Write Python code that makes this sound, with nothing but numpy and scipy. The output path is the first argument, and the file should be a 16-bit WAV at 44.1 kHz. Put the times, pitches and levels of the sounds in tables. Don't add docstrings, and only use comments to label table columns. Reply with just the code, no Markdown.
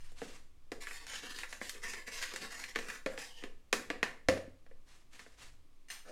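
import sys
import numpy as np
from scipy import signal
from scipy.fft import rfft, irfft
from scipy.io import wavfile

SR = 44100
rng = np.random.default_rng(int(sys.argv[2]) if len(sys.argv) > 2 else 0)


def generate_wav(signal):
    frames = np.transpose(np.atleast_2d(signal))
    scaled = np.clip(frames, -1, 1) * 32767
    pcm = np.round(scaled).astype(np.int16)
    wavfile.write(sys.argv[1], SR, pcm)


N = 269534
TIME_S = np.arange(N) / SR
RING_TIME_S = TIME_S[:SR // 5]


def from_db(db):
    return 10 ** (np.asarray(db) / 20)


def unit_rms(x):
    return x / np.sqrt(np.mean(x ** 2) + 1e-20)


def unit_energy(x):
    return x / np.sqrt(np.sum(x ** 2) + 1e-20)


def at_hz(table, hz):
    table_hz, values = np.transpose(table)
    return np.interp(np.log(np.maximum(hz, 1)), np.log(table_hz), values)


def butter(x, hz, kind, order=2):
    sos = signal.butter(order, np.minimum(hz, SR / 2 - 1), kind, fs=SR, output="sos")
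    return signal.sosfilt(sos, x)


def add(track, start_s, sound):
    start = max(round(start_s * SR), 0)
    track[start:start + len(sound)] += sound[:max(N - start, 0)]


def decay(t60_s, t=RING_TIME_S):
    return np.exp(-np.log(1000) * t / t60_s)


def drift(rate_hz):
    knots = rng.standard_normal(4096)
    return np.interp(TIME_S * rate_hz, np.arange(len(knots)), knots) * np.sqrt(3 / 2)


def coloured_noise(spectrum):
    hz = np.arange(N // 2 + 1) * SR / N
    low_cut = np.minimum(hz / spectrum[0][0], 1) ** 2
    white = rfft(rng.standard_normal(N))
    return unit_rms(irfft(white * from_db(at_hz(spectrum, hz)) * low_cut, N))


def ringing(modes, scatter_db):
    strengths = from_db(scatter_db * rng.standard_normal(len(modes))) * rng.choice([-1, 1], len(modes))
    return sum(strength * from_db(db) * np.sin(2 * np.pi * hz * RING_TIME_S) * decay(t60_s)
               for strength, (hz, db, t60_s) in zip(strengths, modes))


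def gesture(start_s, length_s, attack_s, ease_db_per_s=6.5, release_db_per_s=405):
    t = np.maximum(TIME_S - start_s, 0)
    fall_db = ease_db_per_s * t + release_db_per_s * np.maximum(t - length_s, 0)
    return np.minimum(t / attack_s, 1) * from_db(-fall_db)


def room_path():
    # frequency in Hz, T60 in seconds.
    decay_times = [(150, 0.4449), (500, 0.38), (2000, 0.3828), (6000, 0.31), (14000, 0.38)]
    # frequency in Hz, relative level in dB.
    colour = [(150, -1), (500, -2.5), (1200, -1.5), (3000, -7.5), (7000, 4.5), (14000, -0.5)]
    # nominal delay in seconds, relative gain.
    echoes = [(.0043, .35), (0.0102, 0.31)]
    t, onset_s = TIME_S[:SR // 2], 0.0006
    edges_hz = np.geomspace(100, 18000, 7)
    tail = 0
    for low_hz, high_hz in zip(edges_hz, edges_hz[1:]):
        hz = np.sqrt(low_hz * high_hz)
        band = butter(rng.standard_normal(len(t)), [low_hz, high_hz], "band")
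        tail = tail + band * from_db(at_hz(colour, hz)) * decay(at_hz(decay_times, hz), t)
    response = unit_energy(tail * (1 - np.exp(-t / onset_s)))
    for delay_s, gain in echoes:
        response[round(delay_s * SR * rng.uniform(0.85, 1.15))] += gain
    return unit_energy(response)


def kitchen(directions, paths, wet_db):
    chosen = rng.permutation(len(paths))
    wet = sum(signal.fftconvolve(sound, paths[k]) for sound, k in zip(directions, chosen))
    out = from_db(wet_db) * wet / np.sqrt(len(directions))
    add(out, 0, directions[0])
    return out[:N]


def background():
    # time in seconds, relative level in dB.
    rumble_levels = [(0.0, -57.5), (0.49, -64.5), (2.79, -65.5), (3.37, -69.5), (3.57, -61.5), (3.66, -67),
                     (4.0, -61), (4.24, -68), (4.29, -53.5), (4.34, -62.5), (5.21, -69), (5.53, -61.5),
                     (5.85, -76), (6.11, -68.5)]
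    # frequency in Hz, relative density in dB.
    rumble_spectrum = [(12, 20.5), (25, -19.5), (45, -7), (80, -15), (140, -19.5), (300, -66)]
    air_spectrum = [(71, -33.5), (120, -12.5), (295, -2.5), (370, -9), (949, -17), (1120, -12.5),
                    (1520, -20.5), (2290, -17.5), (8480, -25.5), (16000, -33.5)]
    rumble_db = np.interp(TIME_S, *np.transpose(rumble_levels)) + 15.5
    rumble = from_db(rumble_db) * coloured_noise(rumble_spectrum)
    return rumble + from_db(-73.5) * coloured_noise(air_spectrum)


def handling_swishes():
    # start in seconds, length in seconds, relative level in dB.
    swishes = [(0.0, 0.1, -63.5), (0.157, 0.098, -53), (0.269, .1, -59), (4.852, 0.11, -62),
               (5.105, 0.12, -57), (5.272, .08, -70.5), (5.37, 0.062, -52.5)]
    # frequency in Hz, relative density in dB.
    spectrum = [(150, -8), (480, -9), (750, -8), (1100, -6.5), (1800, -4), (3200, -6.5), (5000, -9),
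                (8000, -11.5), (11000, -20.5), (16000, -35)]
    envelope = sum(
        from_db(db) * gesture(start_s, length_s, attack_s=0.045, ease_db_per_s=5, release_db_per_s=175)
        for start_s, length_s, db in swishes)
    return from_db(-3) * envelope * coloured_noise(spectrum) * from_db(1.4 * drift(rate_hz=80))


def tine_squeak():
    start_s, length_s = 3.265, 0.16
    start_hz, sag_hz_per_s = 3130, 860
    sag_hz = sag_hz_per_s * np.clip(TIME_S - start_s, 0, 2 * length_s)
    pitch_hz = (start_hz - sag_hz) * (1 + 0.04 * drift(rate_hz=700))
    envelope = gesture(start_s, length_s, attack_s=0.045) * from_db(-58 + 3.37 * drift(rate_hz=220))
    return envelope * np.sin(2 * np.pi * np.cumsum(pitch_hz) / SR)


def fork_clinks():
    # start in seconds, relative level in dB.
    touches = [(0.004, -67), (0.045, -68.5), (5.885, -62), (5.902, -46), (6.084, -63.5)]
    # frequency in Hz, relative level in dB, T60 in seconds.
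    fork_modes = [(1790, 14.5, 0.017), (2050, 6, 0.034), (2340, 6.5, 0.041), (2850, 6, 0.077),
                  (4170, 4, 0.038), (5170, 3, 0.059), (6200, 2.5, 0.11), (7040, 0, 0.056), (8550, -7, 0.1),
                  (8660, 3.5, 0.076), (9000, -3, 0.11), (10700, -12, 0.11), (11400, -15, 0.12),
                  (12900, -11, 0.17), (15140, -34, 0.18)]
    out = np.zeros(N)
    for start_s, db in touches:
        noise = butter(rng.standard_normal(len(RING_TIME_S)), [1200, 3800], "band", order=1)
        clatter = from_db(6) * noise * decay(t60_s=0.27)
        ring = from_db(-5) * ringing(fork_modes, scatter_db=1.5)
        add(out, start_s, from_db(db) * (ring + clatter))
    return out


def bowl_landing():
    # start in seconds, ring gain in dB, thump gain in dB.
    contacts = [(3.063, -36.5, -49), (4.2863, -26, -23.5), (4.317, -46, -41), (4.374, -41, -56),
                (4.48, -66, -44)]
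    # frequency in Hz, relative level in dB, T60 in seconds.
    ring_modes = [(502, -16.5, 0.048), (531.4, 2, 0.16), (569.4, -12.5, 0.36), (624, 4.5, 0.054)]
    thump_modes = [(65.4, -10.5, 0.15), (93, -12, 0.45), (167, -12.5, 0.059), (256, -1.5, 0.052),
                   (311, -14.5, 0.037)]
    out = np.zeros(N)
    for start_s, ring_db, thump_db in contacts:
        ring = from_db(ring_db) * ringing(ring_modes, scatter_db=1)
        thump = from_db(thump_db) * ringing(thump_modes, scatter_db=1)
        add(out, start_s, ring + thump)
    return out


def bowl_registers(scatter_db, damped_db, damped_t60_s, snap_db, top_hz):
    # frequency in Hz, relative level in dB, T60 in seconds.
    bowl_modes = [(238, -14, 0.046), (267.8, -12, 0.061), (327, -13.5, .05), (465.4, -4, 0.034),
                  (518.5, -14.5, 0.099), (574, -24, 0.088), (722, -20.5, 0.046), (977, -8, 0.027),
                  (1133, -10, 0.038), (1635, -13.5, 0.06), (1771, 0.5, 0.031), (1980, -11.5, 0.0083),
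                  (1960, 3, 0.022), (2195, 2.5, 0.016), (2440, 3.5, 0.0067), (2460, -2.5, 0.02),
                  (2776, -10.5, 0.024), (3800, -21.5, 0.004), (5060, -6.5, 0.0041), (7100, -5.5, 0.0087)]
    edges_hz = [175, 750, 1400, 3000, 16000]
    detune = 1 + 0.015 * rng.standard_normal((len(bowl_modes), 1)) * [1, 0, 0]
    response = ringing(bowl_modes * detune, scatter_db)
    response += from_db(damped_db) * rng.standard_normal(len(RING_TIME_S)) * decay(damped_t60_s)
    response[0] += from_db(snap_db)
    response = butter(response, top_hz, "low")
    return np.array([unit_energy(butter(response, band_hz, "band", order=3))
                     for band_hz in zip(edges_hz, edges_hz[1:])])


def bowl_knocks(paths):
    # start in seconds, relative wall level in dB, bottom and crack offsets from it in dB.
    knocks = [(0.119, -69.5, 7, 2), (0.2174, -51.5, 14, -11), (0.718, -45, 6.5, -4.5),
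              (0.8699, -42.5, -18.5, -11), (0.9103, -47.5, -12, -13), (1.067, -51.5, -14.5, -0.5),
              (1.134, -48, -14, -6), (1.2343, -61.5, 11.5, -2), (1.3872, -45, -19, -2),
              (1.4331, -41, -25, -18.5), (1.5268, -44.5, -13, -4.5), (1.614, -42, -1.5, -18),
              (1.6945, -45, -38, 2.5), (1.935, -45.5, -9.5, -5), (2.079, -51.5, -4, -6),
              (2.226, -43, -14, 0), (2.337, -47.5, 0.5, -0.5), (2.3609, -42, -27, -2.5),
              (2.639, -42, -57, -5), (2.7515, -49.5, -20, -7), (2.7584, -34, -4.5, -8),
              (2.788, -43, -0.5, -4.5), (2.885, -51.5, -0.5, -0.5), (2.9, -44.5, -19, -5),
              (3.0612, -37.5, 3, -8), (3.177, -45, -2.5, -7), (3.424, -55.5, 1.5, -16),
              (3.4379, -47, 5, -5.5), (3.728, -27.5, -3, -3.5), (3.902, -36, 0, -9),
              (4.029, -28.5, -6.5, -9.5), (4.286, -28, 2, -6), (4.376, -52, 5, -5.5),
              (4.664, -67, 2.5, -11), (4.712, -67.5, 10.5, -16), (5.133, -62.5, -16, -1.5),
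              (5.193, -51.5, -13, -6), (5.263, -62.5, 4, -32)]
    register_gains_db = [25.38, 28.07, 28.6, 27.33]
    out = np.zeros(N)
    for start_s, wall_db, bottom_db, crack_db in knocks:
        hollow_db = -6.5 + 0.21 * bottom_db
        levels_db = wall_db + np.array([bottom_db, hollow_db, 0, crack_db])
        gains = from_db(levels_db + register_gains_db)
        top_hz = 7000 * from_db(0.47 * crack_db)
        direction_count = 5 if max(levels_db) > -42 else 1
        directions = [
            gains @ bowl_registers(scatter_db=-0.5, damped_db=2, damped_t60_s=0.041,
                                   snap_db=20, top_hz=top_hz)
            for _ in range(direction_count)]
        add(out, start_s, kitchen(directions, paths, wet_db=-3))
    return out


def grain_crunch(grains_per_s, size_spread_db, judder_db, judder_hz):
    sizes = from_db(size_spread_db * np.minimum(rng.exponential(1, N), 4))
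    signs = rng.choice([-1, 1], N)
    crushed = rng.random(N) < grains_per_s / SR
    return unit_rms(crushed * sizes * signs * from_db(judder_db * drift(judder_hz)))


def stirring_and_shift(paths):
    # start and length in seconds, relative wall level in dB, bottom and rasp offsets in dB.
    rubs = [(0.802, 0.022, -43.5, -20, -1.5), (0.859, 0.11, -50.5, -17, 2), (0.99, 0.056, -57.5, -6.5, -1),
            (1.07, 0.11, -48, -13, 2), (1.213, 0.055, -49, -8, -1.5), (1.288, 0.028, -51, -12, 3.5),
            (1.337, .1, -50.5, -10, 0), (1.476, 0.081, -56.5, -7, 4.5), (1.602, 0.085, -51, -19, 3.5),
            (1.724, 0.054, -57.5, 1, -1), (1.816, 0.05, -41, -15, -4.5), (1.87, 0.031, -47.5, -11.5, 4.5),
            (1.922, 0.086, -51.5, -9.5, -5), (2.059, 0.023, -46, -9, -3.5), (2.11, .09, -45.5, -14, 0.5),
            (2.208, 0.026, -39, -18, -1.5), (2.267, 0.11, -52.5, -5.5, 0.5), (2.401, 0.05, -46, -2.5, 0),
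            (2.498, 0.15, -48, -11.5, -1.5), (2.672, 0.021, -51.5, -9, -1), (2.765, 0.11, -52, -7.5, -3.5),
            (2.873, 0.095, -51, -10, -1), (3.092, 0.043, -55, -4, -2), (3.167, 0.086, -48.5, -16, 1),
            (3.269, 0.086, -67.5, -3, 3.5), (3.36, 0.087, -60.5, -8, 0.5), (6.043, 0.074, -64, 11.5, -1.5)]
    envelopes = 0
    for start_s, length_s, wall_db, bottom_db, rasp_db in rubs:
        gains = from_db(wall_db + np.array([bottom_db - 3.5, bottom_db / 2 - 4.5, 1.15, rasp_db - 2.5]))
        envelopes = envelopes + np.outer(gains, gesture(start_s, length_s, attack_s=0.021))
    drive = envelopes * grain_crunch(grains_per_s=5500, size_spread_db=2.5, judder_db=1.5, judder_hz=160)
    hop = SR // 9
    crossfade = np.sin(np.linspace(0, np.pi, 2 * hop))
    out = np.zeros(N)
    for start in range(0, N, hop):
        forces = drive[:, start:start + 2 * hop]
        if forces.std() > 1e-4:
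            responses = bowl_registers(scatter_db=1, damped_db=-2, damped_t60_s=0.026,
                                       snap_db=20.5, top_hz=6430)
            crunch = sum(signal.fftconvolve(force * crossfade[:len(force)], response)
                         for force, response in zip(forces, responses))
            add(out, start / SR, kitchen([crunch], paths, wet_db=-3.5))
    return out


def scene():
    paths = [room_path() for _ in range(10)]
    near = kitchen([bowl_landing() + tine_squeak() + handling_swishes()], paths, wet_db=-6)
    clinks = kitchen([fork_clinks() for _ in range(3)], paths, wet_db=1)
    return (stirring_and_shift(paths) + bowl_knocks(paths) + near + clinks + background())[None]


def record(dry):
    cutoff_hz = 16000
    return signal.sosfilt(signal.ellip(10, 0.1, 80, cutoff_hz, fs=SR, output="sos"), dry)


dry = scene()
out = record(dry)
generate_wav(out)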